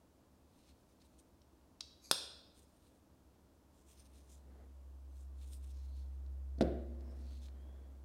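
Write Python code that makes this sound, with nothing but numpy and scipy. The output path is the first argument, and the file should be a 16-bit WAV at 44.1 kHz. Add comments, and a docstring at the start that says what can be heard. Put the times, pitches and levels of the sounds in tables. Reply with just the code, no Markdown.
"""Folding knife in a quiet room

A folding knife is handled close by in a fairly live room. The lock bar clicks free, the blade whirrs round
and snaps shut, fingers slide over the handle, the knife is put down on a table and another picked up.
Blows ring sets of decaying modes over short noise rasps; rubbing is a stream of tiny random slips through
resonances. Underneath lie room air, low resonances and a pure hum that swells and fades."""
import sys
import numpy as np
from scipy import signal
from scipy.fft import rfft, irfft
from scipy.io import wavfile

SR = 44100
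rng = np.random.default_rng(int(sys.argv[2]) if len(sys.argv) > 2 else 0)


def wav_record(signal):
    """Record a signal, one row per channel, as 16-bit PCM in the file named by sys.argv[1]."""
    frames = np.transpose(np.atleast_2d(signal))
    bounded = np.clip(frames, -1, 1)
    # unit amplitude maps onto the largest positive 16-bit level
    quanta = np.round(bounded * 32767).astype(np.int16)
    wavfile.write(sys.argv[1], SR, quanta)


N = 354696
TIME = np.arange(N) / SR

# blade dropping into the handle and chattering there: [t/s, relative strength/dB]
SNAP = [(2.1124, -0.5), (2.1130, 1), (2.1146, -4), (2.1168, -11)]
# rasp of the closed knife's many damped modes: [f/Hz, relative level/dB]
KNIFE_RASP = [(300, -13), (1500, -8.5), (2100, -13), (2500, -4), (3000, -6.5), (3450, 3.5), (5500, 3),
              (6200, -3.5), (7600, -4.5), (8400, 1), (10000, -2.5), (12300, -4.5), (13300, -16),
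              (16000, -21)]
# handle landing on the table: [t/s, relative strength/dB, softness/ms]
KNOCKS = [(6.582, -18.5, 1.4), (6.6094, 0, 0.019), (6.6221, -7.5, 0.41), (6.6379, -21, 0.13)]

# a hand movement builds for this share of its length; its level is this far down at both ends
STROKE_RISE_SHARE, STROKE_EDGE_DB = 0.62, 10


def from_db(db):
    """Decibels to gain."""
    return 10 ** (np.asarray(db) / 20)


def rms_one(x):
    """Scale to unit power."""
    return x / np.sqrt(np.mean(x ** 2) + 1e-20)


def at_hz(points, hz):
    """Read the levels of a spectrum table along log frequency."""
    points = np.array(points)
    return np.interp(np.log(np.maximum(hz, 1)), np.log(points[:, 0]), points[:, 1])


def coloured(x, spectrum):
    """Causal (minimum-phase) filter with the given spectrum, made by folding its cepstrum."""
    size = 16384
    log_gain = np.log(from_db(at_hz(spectrum, np.fft.rfftfreq(size, 1 / SR))))
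    cepstrum = irfft(log_gain)
    cepstrum[1:size // 2] *= 2
    cepstrum[size // 2 + 1:] = 0
    impulse_response = irfft(np.exp(rfft(cepstrum)))
    return signal.fftconvolve(x, impulse_response)[:N]


def resonate(x, bands):
    """Parallel two-pole resonances of [f/Hz, width/Hz, level/dB], neighbours opposed in sign."""
    out = 0
    for k, (hz, width, db) in enumerate(bands):
        r = np.exp(-np.pi * width / SR)
        poles = [1, -2 * r * np.cos(2 * np.pi * hz / SR), r * r]
        gain = (-1) ** k * from_db(db) * (1 - r * r) / 2
        out = out + gain * signal.lfilter([1, 0, -1], poles, x)
    return out


def add(track, s, sound):
    """Mix a sound into a track at a time in seconds."""
    start = round(s * SR)
    track[start:start + len(sound)] += sound[:N - start]


def wander(per_s, depth_db):
    """A gain that drifts at random between evenly spaced knots."""
    knots = rng.standard_normal(int(per_s * N / SR) + 2)
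    return from_db(depth_db * np.interp(TIME * per_s, np.arange(len(knots)), knots))


def ring(modes, spread_db, sign=-1):
    """Decaying sines of one blow, neighbours opposed if sign is -1; each blow shares its force differently."""
    hz, db, t60 = np.transpose(modes)[:, :, None]
    t = TIME[:int(t60.max() * SR)]
    signs = sign ** np.arange(len(modes))[:, None]
    gains = signs * from_db(db + spread_db * rng.standard_normal(db.shape))
    return np.sum(gains * 1000 ** (-t / t60) * np.sin(2 * np.pi * hz * t), axis=0)


def burst(t60):
    """A short dying rasp of unit energy."""
    t = TIME[:int(t60 * SR) + 2]
    rasp = rng.standard_normal(len(t)) * 1000 ** (-t / t60)
    return rasp / np.linalg.norm(rasp)


def strike(contacts, modes, rasp, rasp_db, rasp_t60):
    """Steel contacts: the strong modes ring over a brief rasp of many heavily damped ones."""
    rings, rasps = np.zeros((2, N))
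    for s, db in contacts:
        add(rings, s, from_db(db) * ring(modes, spread_db=1.5))
        add(rasps, s, from_db(db + rasp_db) * burst(rasp_t60))
    return rings + coloured(rasps, rasp)


def friction(per_s, size_db):
    """Tiny slips at random moments, of uneven size and either sign."""
    sizes = from_db(size_db * np.minimum(rng.exponential(1, N), 4))
    return (rng.random(N) < per_s / SR) * sizes * rng.choice([-1, 1], N)


def stroke(s, length):
    """Gain of one movement of the hand: it builds up to its peak at s and lets go faster."""
    side_share = np.where(TIME < s, STROKE_RISE_SHARE, 1 - STROKE_RISE_SHARE)
    away = (TIME - s) / (length * side_share)
    return from_db(-STROKE_EDGE_DB * np.minimum(away ** 2, 20))


def rubbed(slips, bands):
    """As the touching point moves, different resonances stand out."""
    return rms_one(sum(wander(per_s=9, depth_db=5.0) * resonate(slips, [band]) for band in bands))


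def blade_snap():
    """The blade hits the stop pin with a broad crack, then chatters and rings the knife."""
    # closed knife: [f/Hz, level/dB, t60/s]
    knife_modes = [(2533, -41, 0.04), (3460, -36, 0.028), (3740, -38, 0.039), (4036, -33, .026),
                   (4390, -36, .025), (4660, -34.5, .022), (5150, -32.5, 0.016), (5592, -35, .012),
                   (6495, -41, 0.024), (6970, -38, 0.018), (8530, -38, 0.037), (8540, -38, .018),
                   (9070, -36.5, .018), (9490, -39.5, .014), (9830, -37.5, 0.012), (10500, -40, 0.017),
                   (10810, -38.5, 0.016), (11000, -42, 0.0097), (11600, -42.5, 0.014)]
    # the blade's first blow on the stop pin: [f/Hz, relative level/dB]
    crack = [(40, -24.5), (130, 1.5), (500, 5), (1000, 3), (1600, 3), (2100, -13), (3200, -12), (7000, -10),
             (9500, -1.5), (12000, -8), (14000, -24)]
    blow = np.zeros(N)
    add(blow, SNAP[0][0], np.ones(1))
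    add(blow, SNAP[1][0], from_db(-12) * burst(t60=0.029))
    chatter = strike(SNAP, knife_modes, KNIFE_RASP, rasp_db=-1.5, rasp_t60=0.018)
    return from_db(0.5) * coloured(blow, crack) + chatter


def pivot():
    """Bearings whirr as the blade gathers speed, then coasts; they stop when it hits the stop pin."""
    # ring of the pivot: [f/Hz, width/Hz, relative level/dB]
    pivot_bands = [(2420, 120, -8), (3750, 300, -10.5), (4700, 450, -1), (6430, 300, 0.5),
                   (7300, 1500, -10), (8790, 500, -11), (9800, 600, -12.5), (11650, 250, -8)]
    start_s, attack_s, level_db, drag_db_per_s = 2.014, 0.036, -62, 85
    age = TIME - start_s
    coasting = from_db(-drag_db_per_s * np.maximum(age - attack_s, 0))
    speed = np.clip(age / attack_s, 0, 1) * coasting
    whirr = rms_one(resonate(friction(per_s=3100, size_db=2.0), pivot_bands))
    return from_db(level_db) * speed * (TIME < SNAP[0][0]) * whirr


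def lock_clicks():
    """The lock bar slips off the blade and rings with short metallic clicks."""
    # lock bar slipping off the blade: [t/s, relative strength/dB]
    clicks = [(1.417, -27), (1.8061, -7), (1.8076, 1), (1.8084, -6.5)]
    # lock bar: [f/Hz, level/dB, t60/s]
    lock_modes = [(2966, -48, .01), (3570, -47, .009), (3910, -40, .016), (4417, -46, .01),
                  (4720, -46.5, .01), (5050, -41, 0.01309), (5440, -41.5, 0.019), (5733, -42, .012),
                  (6200, -48, 0.0081), (6950, -53.5, 0.0085), (7700, -52, 0.0064), (9480, -59, .009)]
    # rasp of the lock bar's many damped modes: [f/Hz, relative level/dB]
    lock_rasp = [(300, -20), (1400, -11), (2200, -14), (3000, -1.5), (3900, 3.5), (5600, 4.5), (6400, -4),
                 (8000, -9), (11000, -15), (13000, -28.5), (16000, -38.5)]
    return strike(clicks, lock_modes, lock_rasp, rasp_db=-18, rasp_t60=0.024)


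def table_knocks():
    """The handle lands in a few touches; a softer touch pushes longer and sounds duller."""
    # table top: [f/Hz, level/dB, t60/s]
    table_modes = [(104, -48, 0.53), (128, -45, 0.27), (177.6, -44, 0.37), (238, -33.5, 0.16),
                   (236, -45, 2.53), (242.4, -54, 1.9), (262, -31, 0.13), (296.6, -32.5, 0.13),
                   (360.3, -32, 0.37), (342, -51.5, 1.6), (436, -45, 0.59), (467, -32.5, .12),
                   (518, -31, 0.13), (564, -51.5, 1.3), (635, -33.5, 0.13), (656, -38, 0.12),
                   (746, -51, 0.15), (1390, -32.5, 0.012), (1870, -39.5, 0.01), (2730, -49, 0.01)]
    # boom of the table's frame and the things on it: [f/Hz, relative level/dB]
    table_boom = [(40, -25.5), (90, -3), (250, 3.5), (400, 0.5), (680, 0), (830, -21.5), (1100, -26),
                  (1600, -22), (2500, -40), (4000, -57), (6000, -53)]
    modes, boom = np.zeros((2, N))
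    for s, db, soft_ms in KNOCKS:
        r = np.exp(-1000 / (soft_ms * SR))
        softened = signal.lfilter([1 - r], [1, -r], ring(table_modes, spread_db=2.5, sign=1))
        add(modes, s, from_db(db) * softened)
        add(boom, s, from_db(db + 11.5) * burst(t60=0.56))
    # the knocks carry almost nothing in the deep bass
    radiation = signal.butter(4, 80, "high", fs=SR, output="sos")
    return signal.sosfilt(radiation, modes + coloured(boom, table_boom))


def table_thud():
    """The firmest knock pushes the whole table down, and it rocks on its legs for a moment."""
    # the table rocking on its legs: [f/Hz, level/dB, t60/s]
    table_legs = [(66, -36.5, 0.27)]
    out = np.zeros(N)
    s, db, _ = max(KNOCKS, key=lambda knock: knock[1])
    add(out, s, -from_db(db) * ring(table_legs, spread_db=0))
    deep_band = signal.butter(2, [55, 85], "band", fs=SR, output="sos")
    return signal.sosfilt(deep_band, out + 1e-18)


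def fingers():
    """Skin slips over the handle in uneven little runs; the same slips sound in scales and liners."""
    # finger strokes: [t of firmest pressure/s, length/s, level/dB, liners over scales/dB]
    strokes = [(.6, .2, -79, -8), (.685, 0.11, -73, -13), (.82, .1, -85, -11), (.92, 0.11, -84, -5),
               (1.021, 0.035, -74, -10), (1.057, 0.042, -77.5, -2), (1.17, .16, -82, -8),
               (1.199, 0.026, -79.5, 9), (2.587, 0.062, -75, 5), (2.635, .05, -79, 5), (2.76, 0.27, -87, 2),
               (2.875, 0.13, -77.5, -1), (2.97, 0.065, -82.5, 1), (3.793, 0.11, -83, 1),
               (3.916, .08, -74, 2.5), (4.0, 0.09, -73, -2.5), (4.065, 0.033, -74.5, -3),
               (4.177, 0.12, -75, 0), (4.33, 0.17, -76.5, -1), (5.206, .12, -78.5, 3),
               (5.429, .07, -73.5, 1), (5.482, .05, -77.5, 6.5), (5.541, 0.094, -74.5, 8.5),
               (5.664, 0.096, -75.5, -0.5), (5.706, 0.048, -71.5, -2.5), (5.834, 0.19, -75.5, -11),
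               (5.996, 0.21, -77.5, -8.5), (6.14, .1, -87, -3), (7.118, .13, -82, -8),
               (7.2, 0.066, -75, -7), (7.333, 0.19, -70.5, -17), (7.458, 0.083, -69, -16)]
    # handle scales: [f/Hz, width/Hz, relative level/dB]
    scale_bands = [(2718, 690, -6.5), (3640, 800, -2), (4140, 650, 0.5), (5236, 740, -1.5), (6110, 500, -4)]
    # thin steel liners: [f/Hz, width/Hz, relative level/dB]
    liner_bands = [(7060, 1400, -3), (8150, 270, 2), (8810, 190, 1.5), (9500, 350, -6.5),
                   (11800, 2000, -19)]
    slips = friction(per_s=2600, size_db=2.5) * wander(per_s=90, depth_db=2)
    scales, liners = np.zeros((2, N))
    for s, length, db, liner_db in strokes:
        pressure = from_db(db) * stroke(s, length)
        scales = np.maximum(scales, pressure)
        liners = np.maximum(liners, from_db(liner_db) * pressure)
    return scales * rubbed(slips, scale_bands) + liners * rubbed(slips, liner_bands)


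def slide():
    """Skin drawn over fine machining marks: a narrow hiss whose pitch follows the speed."""
    # faint whispers along the handle: [t of firmest pressure/s, length/s, level/dB,
    # starting pitch f/Hz, full-speed pitch f/Hz, half width/Hz]
    slides = [(5.541, 0.049, -69, 8770, 8940, 300), (5.979, .2, -80.5, 3900, 4300, 300),
              (7.11, .13, -81, 5200, 5280, 220), (7.332, 0.24, -76, 4200, 4300, 320),
              (7.72, .42, -83.5, 2770, 3410, 80)]
    settle_share = 0.3  # time constant of coming up to speed, as a share of the length
    out = 0
    for s, length, db, start_hz, full_hz, width_hz in slides:
        progress = np.maximum((TIME - s) / length + STROKE_RISE_SHARE, 0)
        hz = full_hz + (start_hz - full_hz) * np.exp(-progress / settle_share)
        phase = 2 * np.pi * np.cumsum(hz) / SR
        lowpass = signal.butter(2, width_hz, fs=SR, output="sos")
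        unevenness = signal.sosfilt(lowpass, rng.standard_normal((2, N)))
        # two slow noises on a quadrature carrier make a band of hiss around the pitch
        hiss = rms_one(unevenness[0] * np.cos(phase) + unevenness[1] * np.sin(phase))
        out = out + from_db(db) * stroke(s, length) * hiss
    return out


def scuffs():
    """Light touches and hard edges rasp the knife, also as it lands on the table; softer ones lose their top."""
    # scuffs on the handle and ticks of the knife on the table: [t/s, relative strength/dB, brightness f/Hz]
    ticks = [(1.017, -40.5, 6040), (1.198, -49, 11000), (1.612, -34, 1500), (4.055, -46, 7000),
             (5.415, -36, 4000), (5.533, -33.5, 12000), (6.263, -43, 5000), (6.585, -36.5, 5500),
             (6.609, -7.5, 2480), (6.6122, -17.5, 5600), (6.614, -14, 3820), (6.622, -16, 3770),
             (6.6385, -29, 1800), (7.008, -41, 5000), (7.457, -34, 5930), (7.485, -20.5, 1500)]
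    out = np.zeros(N)
    for s, db, bright_hz in ticks:
        contact = signal.butter(2, bright_hz, fs=SR, output="sos")
        add(out, s, from_db(db) * signal.sosfilt(contact, burst(t60=0.019)))
    return coloured(out, KNIFE_RASP)


def hands():
    """Palms and sleeve rumble softly as they move: random slips with a dull spectrum."""
    # hands shifting their hold and lifting the next knife: [t of fastest motion/s, length/s, level/dB]
    hand_moves = [(4.4, 0.97, -75), (4.59, 0.28, -65.5), (6.35, 1.2, -74.5), (7.15, 0.61, -63.5),
                  (7.745, 0.82, -66.5)]
    # dull rumble of the hands: [f/Hz, relative level/dB]
    hand_colour = [(25, -15.5), (90, 2), (170, -0.5), (260, 1.5), (420, -2), (650, -5.5), (1000, -16),
                   (1900, -19.5), (3000, -31), (8000, -41)]
    motion = np.max([from_db(db) * stroke(s, length) for s, length, db in hand_moves], axis=0)
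    return motion * rms_one(coloured(friction(per_s=1500, size_db=1.5), hand_colour))


def room(x):
    """One dull early reflection, then a diffuse tail that dies band by band."""
    # reverberation: [f/Hz, t60/s, level/dB]
    reverb_bands = [(100.08, 0.66, -11), (250.1, 0.59, -12.5), (550, 1, -8.5), (900, .68, -11.5),
                    (1500, 0.83, -13), (2700, .68, -4.5), (4200, 0.76, -4.5), (5956, .54, -7.5),
                    (8400, 0.5, -7.5), (11000, .38, -12.5), (15000, .28, -11)]
    echo_s, echo_db, echo_hz = 0.0146, -13.5, 1800
    t = TIME[:SR]
    hz = np.fft.rfftfreq(SR, 1 / SR)
    white, tail = rfft(rng.standard_normal(SR)), 0
    # triangular bands that cross-fade between neighbouring rows
    place = np.interp(hz, [row[0] for row in reverb_bands], np.arange(len(reverb_bands)))
    for k, (_, t60, db) in enumerate(reverb_bands):
        band = irfft(white * np.maximum(1 - abs(place - k), 0), SR)
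        onset = np.clip((t - 0.003) / 0.0048, 0, 1)
        decay = 1000 ** (-t / t60) * onset
        tail = tail + from_db(db) * band * decay / np.linalg.norm(decay)
    out = signal.fftconvolve(x, tail)[:N]
    dull = signal.butter(2, echo_hz, fs=SR, output="sos")
    add(out, echo_s, from_db(echo_db) * signal.sosfilt(dull, x + 1e-18))
    return out


def room_air():
    """Steady noise of the room air and of its low resonances."""
    # room air: [f/Hz, relative level/dB]
    air_spectrum = [(20, -17.5), (45, -8), (70, 0), (115, -8.5), (300, -5), (400, -10.5), (640, -11),
                    (760, -15.5), (950, -15.5), (1250, -20.5), (2100, -29.5), (5300, -30), (12000, -33.5),
                    (16000, -36)]
    # steady low resonances of the room: [f/Hz, width/Hz, relative level/dB]
    drone_bands = [(68.8, 8.6, 0), (200.5, 5.7, -9), (260.3, 10, -10), (325, 13, -12)]
    air = from_db(-69.5) * rms_one(coloured(rng.standard_normal(N), air_spectrum))
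    drone = from_db(-70.5) * rms_one(resonate(rng.standard_normal(N), drone_bands))
    return air + drone


def low_hum():
    """A pure low sine in one long swell that wavers a little."""
    hum_hz, level_db, waver_db = 66.95, -43.5, 0.93
    start_s, rise_s, fall_s = 3.433, 3.16, 2.55
    ease = 1.46  # power that bends the straight rise and fall
    swell = np.interp(TIME, np.cumsum([start_s, rise_s, fall_s]), [0, 1, 0]) ** ease
    gain = from_db(level_db) * swell * wander(per_s=7, depth_db=waver_db)
    return gain * np.sqrt(2) * np.sin(2 * np.pi * hum_hz * TIME)


def scene():
    """Knife, hands and table in the room; the small touches sound close and dry."""
    lock = lock_clicks()
    loud = blade_snap() + table_knocks() + table_thud() + pivot()
    small = scuffs() + fingers() + slide() + hands()
    reverberation = room(loud + from_db(-2.5) * lock + from_db(-10.5) * small)
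    background = room_air() + low_hum()
    return (loud + lock + small + reverberation + background)[None]


def record(dry):
    """The top is cut steeply above 15.8 kHz."""
    return signal.sosfilt(signal.ellip(12, 0.1, 80, 15800, fs=SR, output="sos"), dry)


dry = scene()
out = record(dry)
wav_record(out)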